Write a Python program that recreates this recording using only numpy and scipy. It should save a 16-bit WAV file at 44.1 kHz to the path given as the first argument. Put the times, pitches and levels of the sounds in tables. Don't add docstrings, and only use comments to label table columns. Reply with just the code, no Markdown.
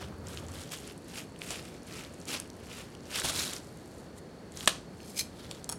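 import sys
import numpy as np
from scipy import signal
from scipy.fft import rfft, irfft, next_fast_len
from scipy.io import wavfile
from scipy.ndimage import map_coordinates

SR = 44100
rng = np.random.default_rng(int(sys.argv[2]) if len(sys.argv) > 2 else 0)


def wav_record(signal):
    frames = np.transpose(np.atleast_2d(signal))
    bounded = np.clip(frames, -1, 1)
    quanta = np.round(bounded * 32767).astype(np.int16)
    wavfile.write(sys.argv[1], SR, quanta)


N = 254898
TOP_HZ = 15950
TYPICAL_DB = -41.5
# t/s, level/dB, rise/s, hold/s, fade/s
LEANING = (0.1, -46, -7, 0.5, 0.15)


def amp(db):
    return 10 ** (np.asarray(db) / 20)


def unit(x):
    return x / np.sqrt(np.mean(x ** 2) + 1e-20)


def along(points, hz):
    f, v = np.transpose(points)
    return np.interp(np.log(hz + 1), np.log(f + 1), v)


def wobble(rate):
    knots = rng.standard_normal(int(N * rate / SR) + 4)
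    return map_coordinates(knots, [np.arange(N) * rate / SR])


def swell(s, db, rise, hold, fade, depth_db=20.5):
    t = np.arange(N) / SR - s
    away = np.maximum(-t / rise, 0) + np.maximum((t - hold) / fade, 0)
    return amp(db - depth_db * np.minimum(away, 6) ** 1.05)


def filtered(x, response):
    size = next_fast_len(len(x) + 8192)
    return irfft(rfft(x, size) * response(np.fft.rfftfreq(size, 1 / SR)), size)[:len(x)]


def coloured(x, spectrum):
    return unit(filtered(x, lambda hz: amp(along(spectrum, hz))))


def resonant(x, peaks):
    return filtered(x, lambda f: sum(amp(db) * 1j * f * width / (hz * hz - f * f + 1j * f * width)
                                     for hz, width, db in peaks))


def causal(x, spectrum, size=2048):
    cepstrum = irfft(np.log(amp(along(spectrum, np.fft.rfftfreq(size, 1 / SR)))))
    fold = np.r_[1, np.full(size // 2 - 1, 2), np.zeros(size // 2)]
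    response = irfft(np.exp(rfft(cepstrum * fold)))
    return signal.fftconvolve(x, response / np.linalg.norm(response))[:len(x)]


def add(track, s, sound):
    part = track[round(s * SR):][:len(sound)]
    part += sound[:len(part)]


def strew(grains, when):
    where = (when * N).astype(int)[:, None] + np.arange(grains.shape[1])
    return unit(np.bincount(where.ravel(), grains.ravel(), N)[:N])


def fan():
    # f/Hz, level/dB
    rush_spectrum = [(20, -50), (33, -29), (43, -8), (76, -1), (130, -2.5), (172, 1), (205, -1.5),
                     (240, -1), (400, -4.5), (470, -5), (660, -11), (880, -16), (1100, -25), (2000, -51)]
    hiss_spectrum = [(500, -15), (1000, 2), (1700, 0.5), (2500, -6.5), (4000, -9), (6000, -11),
                     (10000, -15.5), (13000, -25), (16000, -34)]
    rush = amp(-47.5) * coloured(rng.standard_normal(N), rush_spectrum)
    hiss = amp(-59.5) * coloured(rng.standard_normal(N), hiss_spectrum)
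    whine = amp(-69) * unit(resonant(rng.standard_normal(N), [(4400, 130, 0)]))
    return rush + hiss + whine


def pull():
    # t/s, level/dB, rise/s, hold/s, fade/s, sizzle re level/dB
    strokes = [ (0.01, -50.5, 0.1, 0.016, 0.14, -10), (0.289, -51.5, 0.05, 0.085, 0.17, -1.5),
               (0.594, -49.5, 0.17, 0.029, 0.16, -0.5), (0.719, -44, 0.017, 0.016, 0.14, 1.5),
               (0.862, -51, .2, .04, .05, -4), (1.153, -45.5, 0.12, 0.05, 0.064, -1.5),
               (1.436, -49, 0.062, 0.074, .05, 0.5), (1.507, -43.5, 0.018, 0.029, 0.26, -5),
               (1.948, -44.5, .12, 0.053, .11, -4), (2.114, -61.5, .05, .12, .04, -2.5),
               (2.281, -43, 0.024, 0.034, 0.056, -0.5), (2.329, -37, 0.037, 0.019, 0.092, -6),
               (2.756, -46, 0.19, 0.018, 0.18, -4), (3.157, -34, 0.078, 0.049, 0.032, -3),
               (3.244, -32, 0.021, 0.047, .08, -2), (3.36, -34.5, 0.059, 0.058, .17, 0),
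               (3.494, -46, 0.046, 0.06, 0.066, -4), (3.655, -67.5, 0.18, 0.39, .1, 4),
               (4.185, -59.5, 0.037, 0.0052, 0.0081, 10), (4.576, -48.5, 0.056, 0.088, .05, 0.5),
               (5.4, -55, 0.16, 0.053, 0.16, -3), (5.522, -54, 0.045, .03, 0.17, -5), ]
    swells = np.array([swell(*stroke[:5]) for stroke in strokes])
    sizzle = amp([stroke[5] for stroke in strokes])[:, None]
    return np.linalg.norm(swells, axis=0), np.linalg.norm(swells * sizzle, axis=0)


def board_rumble(force):
    spectrum = [(30, -38), (55, -14), (80, 1.5), (130, -10), (220, -13), (500, -31), (2000, -56)]
    load = np.hypot(swell(*LEANING), amp(-18) * force)
    return load * coloured(rng.standard_normal(N), spectrum)


def fibres(rate, spread_db, life_s, hiss):
    count, t = int(rate * N / SR), np.arange(SR // 600) / SR
    when, pitch, chance = rng.random((count, 3)).T
    size = amp(spread_db * np.minimum(-np.log(1 - chance), 3))
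    snaps = size[:, None] * np.sin(2 * np.pi * TOP_HZ * pitch[:, None] * t) * np.exp(-t / life_s)
    return strew(snaps, when) + hiss * rng.standard_normal(N)


def pocket(x, width_hz):
    # t/s, f/Hz
    path = [(.75, 3130), (1.17, 2630), (1.97, 2470), (3.17, 2770), (3.2, 3860), (5.6, 3540)]
    centre = np.interp(np.arange(N) / SR, *np.transpose(path))
    steps = np.linspace(centre.min(), centre.max(), 5)
    return unit(sum(np.interp(centre, steps, share) * resonant(x, [(hz, width_hz, 0)])
                    for hz, share in zip(steps, np.eye(len(steps)))))


def bubbles(rate, centre_hz, scatter, life_s):
    count, t = int(rate * N / SR), np.arange(SR // 100) / SR
    when, pitch, size = rng.random((count, 3)).T
    hz = centre_hz * np.exp(scatter * (2 * pitch[:, None] - 1))
    envelope = amp(-14 * size[:, None]) * t * np.exp(-t / life_s)
    return strew(envelope * np.sin(2 * np.pi * hz * t * (1 + 6 * t)), when)


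def slicing(force, sizzle):
    # f/Hz, level/dB
    flesh_spectrum = [(600, -46), (1300, -0.5), (2000, 0.5), (3500, 2), (5500, 2.5), (7500, -17),
                      (16000, -50)]
    sizzle_spectrum = [(3000, -42), (5500, -7), (7000, 2.5), (9800, 0), (12000, -4.5), (14000, -11.5),
                       (16000, -22)]
    board_spectrum = [(40, -29), (80, -3), (200, 3.5), (450, 4.5), (800, -0.5), (1350, 0.5), (2000, -10.5),
                      (4000, -36)]
    tear = fibres(rate=5000, spread_db=5, life_s=0.00029, hiss=0.7)
    squelch = pocket(fibres(rate=2800, spread_db=7.5, life_s=0.00023, hiss=0.86), width_hz=750)
    juice = bubbles(rate=220, centre_hz=3020, scatter=0.457, life_s=0.0022)
    wet = amp(-2) * force * unit(coloured(tear, flesh_spectrum) + amp(1.7) * squelch + 0.39 * juice)
    bright = amp(-4.5) * sizzle * coloured(tear, sizzle_spectrum)
    load = np.hypot(amp(-51) * (force / amp(TYPICAL_DB)) ** 0.92, amp(-8.5) * swell(*LEANING))
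    catch = amp(1.77 * wobble(70) + 1.2 * wobble(250))
    return catch * (wet + bright + load * coloured(tear, board_spectrum))


def pop(hz, cycles, spray):
    t = np.arange(SR // 80) / SR
    age = t * hz / cycles
    tone = np.sin(2 * np.pi * hz * t) * age * np.exp(1 - age)
    burst = rng.standard_normal(len(t)) * np.exp(-t / 0.00079)
    mist = filtered(burst, lambda f: 1 / (1 + 1.1j * (f / hz - hz / (f + 1))) ** 2)
    sound = tone + spray * mist / np.abs(mist).max()
    return sound / np.abs(sound).max()


def wet_pops(force, work_s=4.1, rate=81, low_hz=3500, high_hz=10700):
    # t/s, level/dB, f/Hz
    loud_pops = [(0.2709, -30, 6660), (0.285, -29, 7800), (0.3736, -23.5, 2970), (0.466, -38, 6600),
                 (0.4854, -32.5, 7260), (0.519, -34, 7200), (0.6363, -33, 6300), (0.787, -34, 6400),
                 (0.876, -31, 9350), (0.9107, -36, 3210), (0.9783, -35.5, 9100), (1.361, -39, 2700),
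                 (1.391, -35.5, 8800), (1.4177, -25, 2460), (1.5062, -23.5, 7400), (2.049, -32, 3860),
                 (2.1378, -38, 8350), (2.202, -34.5, 8900), (2.215, -35, 5900), (2.2546, -33, 7900),
                 (2.2907, -26, 6100), (2.4002, -19.5, 8300), (2.5014, -31, 6300), (2.9509, -36, 2950),
                 (3.158, -23, 5150), (3.1991, -15, 7160), (3.218, -27, 1630), (3.535, -20.5, 7000),
                 (3.565, -26.5, 5730), (4.5214, -35, 7530), (4.573, -25, 6600), (4.608, -26, 3150),
                 (4.659, -23, 6640), (5.0033, -38.5, 2776), (5.512, -23, 3700), (5.6438, -23.5, 7060)]
    out = np.zeros(N)
    for s, db, hz in loud_pops:
        add(out, s, amp(db) * pop(hz, cycles=0.91, spray=1))
    for when, size, pitch in rng.random((int(rate * work_s), 3)):
        s = when * work_s
        effort = force[int(s * SR)] / amp(TYPICAL_DB)
        gain = amp(-43.5 + 13.5 * size ** 2) * effort ** 0.33
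        hz = low_hz + (high_hz - low_hz) * np.sqrt(pitch)
        add(out, s, gain * pop(hz, cycles=0.54, spray=0.33))
    return filtered(out, lambda hz: 1 / (1 + (hz / 12500) ** 8))


def skin_gives():
    # t/s, level/dB, t60/s
    rips = [(.717, -51, 0.18), (1.506, -30.5, 0.2), (2.284, -43, .1), (2.331, -32, 0.17),
            (3.246, -27.3, 0.25), (3.296, -22.5, 0.067), (3.331, -33, 0.041), (5.512, -38, 0.073)]
    envelope, t = np.zeros(N), np.arange(SR // 3) / SR
    for s, db, t60 in rips:
        add(envelope, s, amp(db - 60 * t / t60))
    crackle = fibres(rate=5700, spread_db=2.5, life_s=0.00055, hiss=0.8)
    spectrum = [(100, 4), (900, 7.5), (2000, -6), (3300, 5.5), (6000, -2.5), (10000, 1.5), (16000, -31)]
    return amp(-6) * envelope * coloured(crackle, spectrum)


def slap(spray_db=-9):
    # t/s, level/dB, brightness/Hz, spray t60/s
    folds = [(4.6748, -13, 7000, .006), (4.6761, -6.2, 1100, .012), (4.6777, -10, 5000, .009),
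             (4.6795, -11, 9000, .009), (4.686, -25, 3500, .02), (4.6935, -22, 6000, .015)]
    # f/Hz, level/dB
    smack_spectrum = [(60, -12), (150, -1), (500, 1.5), (1000, 2.5), (1800, 0), (3300, 9), (4500, -1.5),
                      (7000, 3.5), (8800, 10.5), (10500, -1.5), (14000, -4), (16000, -27)]
    # f/Hz, width/Hz, level/dB
    board_modes = [(1050, 220, -5), (1780, 220, 2), (2450, 270, 4), (3100, 280, 2), (3420, 260, -1),
                   (4430, 300, -8), (5700, 280, -2)]
    out, t = np.zeros(N), np.arange(SR // 20) / SR
    for s, db, bright_hz, t60 in folds:
        age = 2 * np.pi * bright_hz * t
        push = np.diff(age * np.exp(-age), append=0)
        spray = filtered(rng.standard_normal(len(t)), lambda f: 1 / (1 + 1j * f / bright_hz))
        add(out, s, amp(db) * (push / push.max() + amp(spray_db - 60 * t / t60) * unit(spray)))
    return amp(2.5) * (causal(out, smack_spectrum) + resonant(out, board_modes))


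def spatter(s=4.678, db=-33.5, t60=0.31):
    t = np.arange(N) / SR - s
    spectrum = [(100, -9), (400, 2.5), (1200, 0), (2200, -1), (3300, 5.5), (5000, 1.5), (9000, -5),
                (12000, -14), (16000, -32)]
    fizz = coloured(fibres(rate=4500, spread_db=1, life_s=0.00029, hiss=0.93), spectrum)
    return fizz * (t > 0) * amp(db - 60 * np.abs(t) / t60)


def blade_scrape(grip=0.29, bite_db=3.5):
    # t/s, level/dB, rise/s, hold/s, fade/s
    slides = [(5.049, -53, 0.15, 0.065, 0.12), (5.179, -34, 0.024, 0.033, 0.012)]
    # f/Hz, width/Hz, level/dB
    steel_modes = [(2350, 125, 0.5), (3150, 52, -7), (4010, 70, -8), (4280, 80, 2), (5080, 210, -3),
                   (6300, 220, -5), (7630, 130, -2.5), (8560, 100, -4), (8800, 70, -5), (9900, 130, -4.5),
                   (11260, 130, -8), (12800, 270, -13), (14200, 130, -14.5)]
    press, t = np.zeros(N), np.arange(N) / SR
    for s, db, rise, hold, fade in slides:
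        progress = np.clip((t - s) / hold, 0, 1)
        press += swell(s, db, rise, hold, fade) * amp(bite_db * (progress - 0.5))
    judder = amp(2.8 * wobble(220))
    slips = judder * fibres(rate=3100, spread_db=1.5, life_s=0.0001, hiss=0.4)
    ring = unit(sum(resonant(slips, [mode]) * amp(4.6 * wobble(70)) for mode in steel_modes))
    grit = coloured(slips, [(1200, -16), (2500, -6), (5000, 0), (10500, -4.5), (14000, -13),
                            (16000, -22)])
    return press * ((press / press.max()) ** grip * ring + amp(-2.5) * grit)


def knife_clicks():
    # t/s, steel level/dB, knock level/dB
    contacts = [(5.6919, -24.5, -43), (5.697, -26, -45), (5.7169, -34, -46.5), (5.7243, -25.5, -51),
                (5.729, -44.5, -42)]
    # f/Hz, level/dB, t60/s
    knife_modes = [(926, -11, 0.048), (1310, -11, 0.046), (2110, -32, .04), (3356, -18.5, 0.096),
                   (4400, -10, 0.074), (5540, -5, 0.03), (6570, -1.5, 0.018), (7900, -2, 0.019),
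                   (9130, 1.5, .018), (10400, -2, 0.022), (11630, -18, .018), (13120, -22, .02),
                   (14270, -22, .025)]
    crack_spectrum = [(1000, -21.5), (4000, 1), (9500, 2.5), (12000, -7), (16000, -26)]
    steel, wood, t = np.zeros(N), np.zeros(N), np.arange(SR // 4) / SR
    for s, db, knock_db in contacts:
        ring = sum(amp(level + rng.normal(0, 2) - 60 * t / t60) * np.sin(2 * np.pi * hz * t)
                   for hz, level, t60 in knife_modes)
        crack = causal(rng.standard_normal(len(t)) * amp(-60 * t / 0.0077), crack_spectrum)
        add(steel, s, amp(db) * (0.43 * ring + 0.6 * crack))
        add(wood, s, amp(knock_db - 60 * t / 0.053) * rng.standard_normal(len(t)))
    return steel + causal(wood, [(100, -3), (600, -8), (1200, -2), (2000, -11), (8000, -31.5)])


def kitchen_walls(x, delay_s=0.006):
    # f/Hz, t60/s
    decay_times = [(150, 0.62), (1000, 0.33), (3500, 0.22), (8000, 0.25), (15000, 0.16)]
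    hz, t, noise = signal.stft(rng.standard_normal(SR // 2), SR, nperseg=256)
    decay = amp(-60 * t / along(decay_times, hz)[:, None])
    tail = signal.istft(noise * decay, SR, nperseg=256)[1]
    tail = np.pad(tail / np.linalg.norm(tail), (round(delay_s * SR), 0))
    return signal.fftconvolve(x, tail)[:N]


def scene():
    force, sizzle = pull()
    fish = slicing(force, sizzle) + skin_gives() + wet_pops(force) + spatter()
    smack = slap()
    knife = blade_scrape() + knife_clicks()
    walls = kitchen_walls(amp(-15.5) * fish + amp(-17) * smack + amp(-12) * knife)
    return (fish + smack + knife + walls + fan() + board_rumble(force))[None]


def record(dry):
    return np.array([filtered(channel, lambda hz: (hz < TOP_HZ) * hz ** 4 / np.hypot(hz ** 4, 38 ** 4))
                     for channel in dry])


dry = scene()
out = record(dry)
wav_record(out)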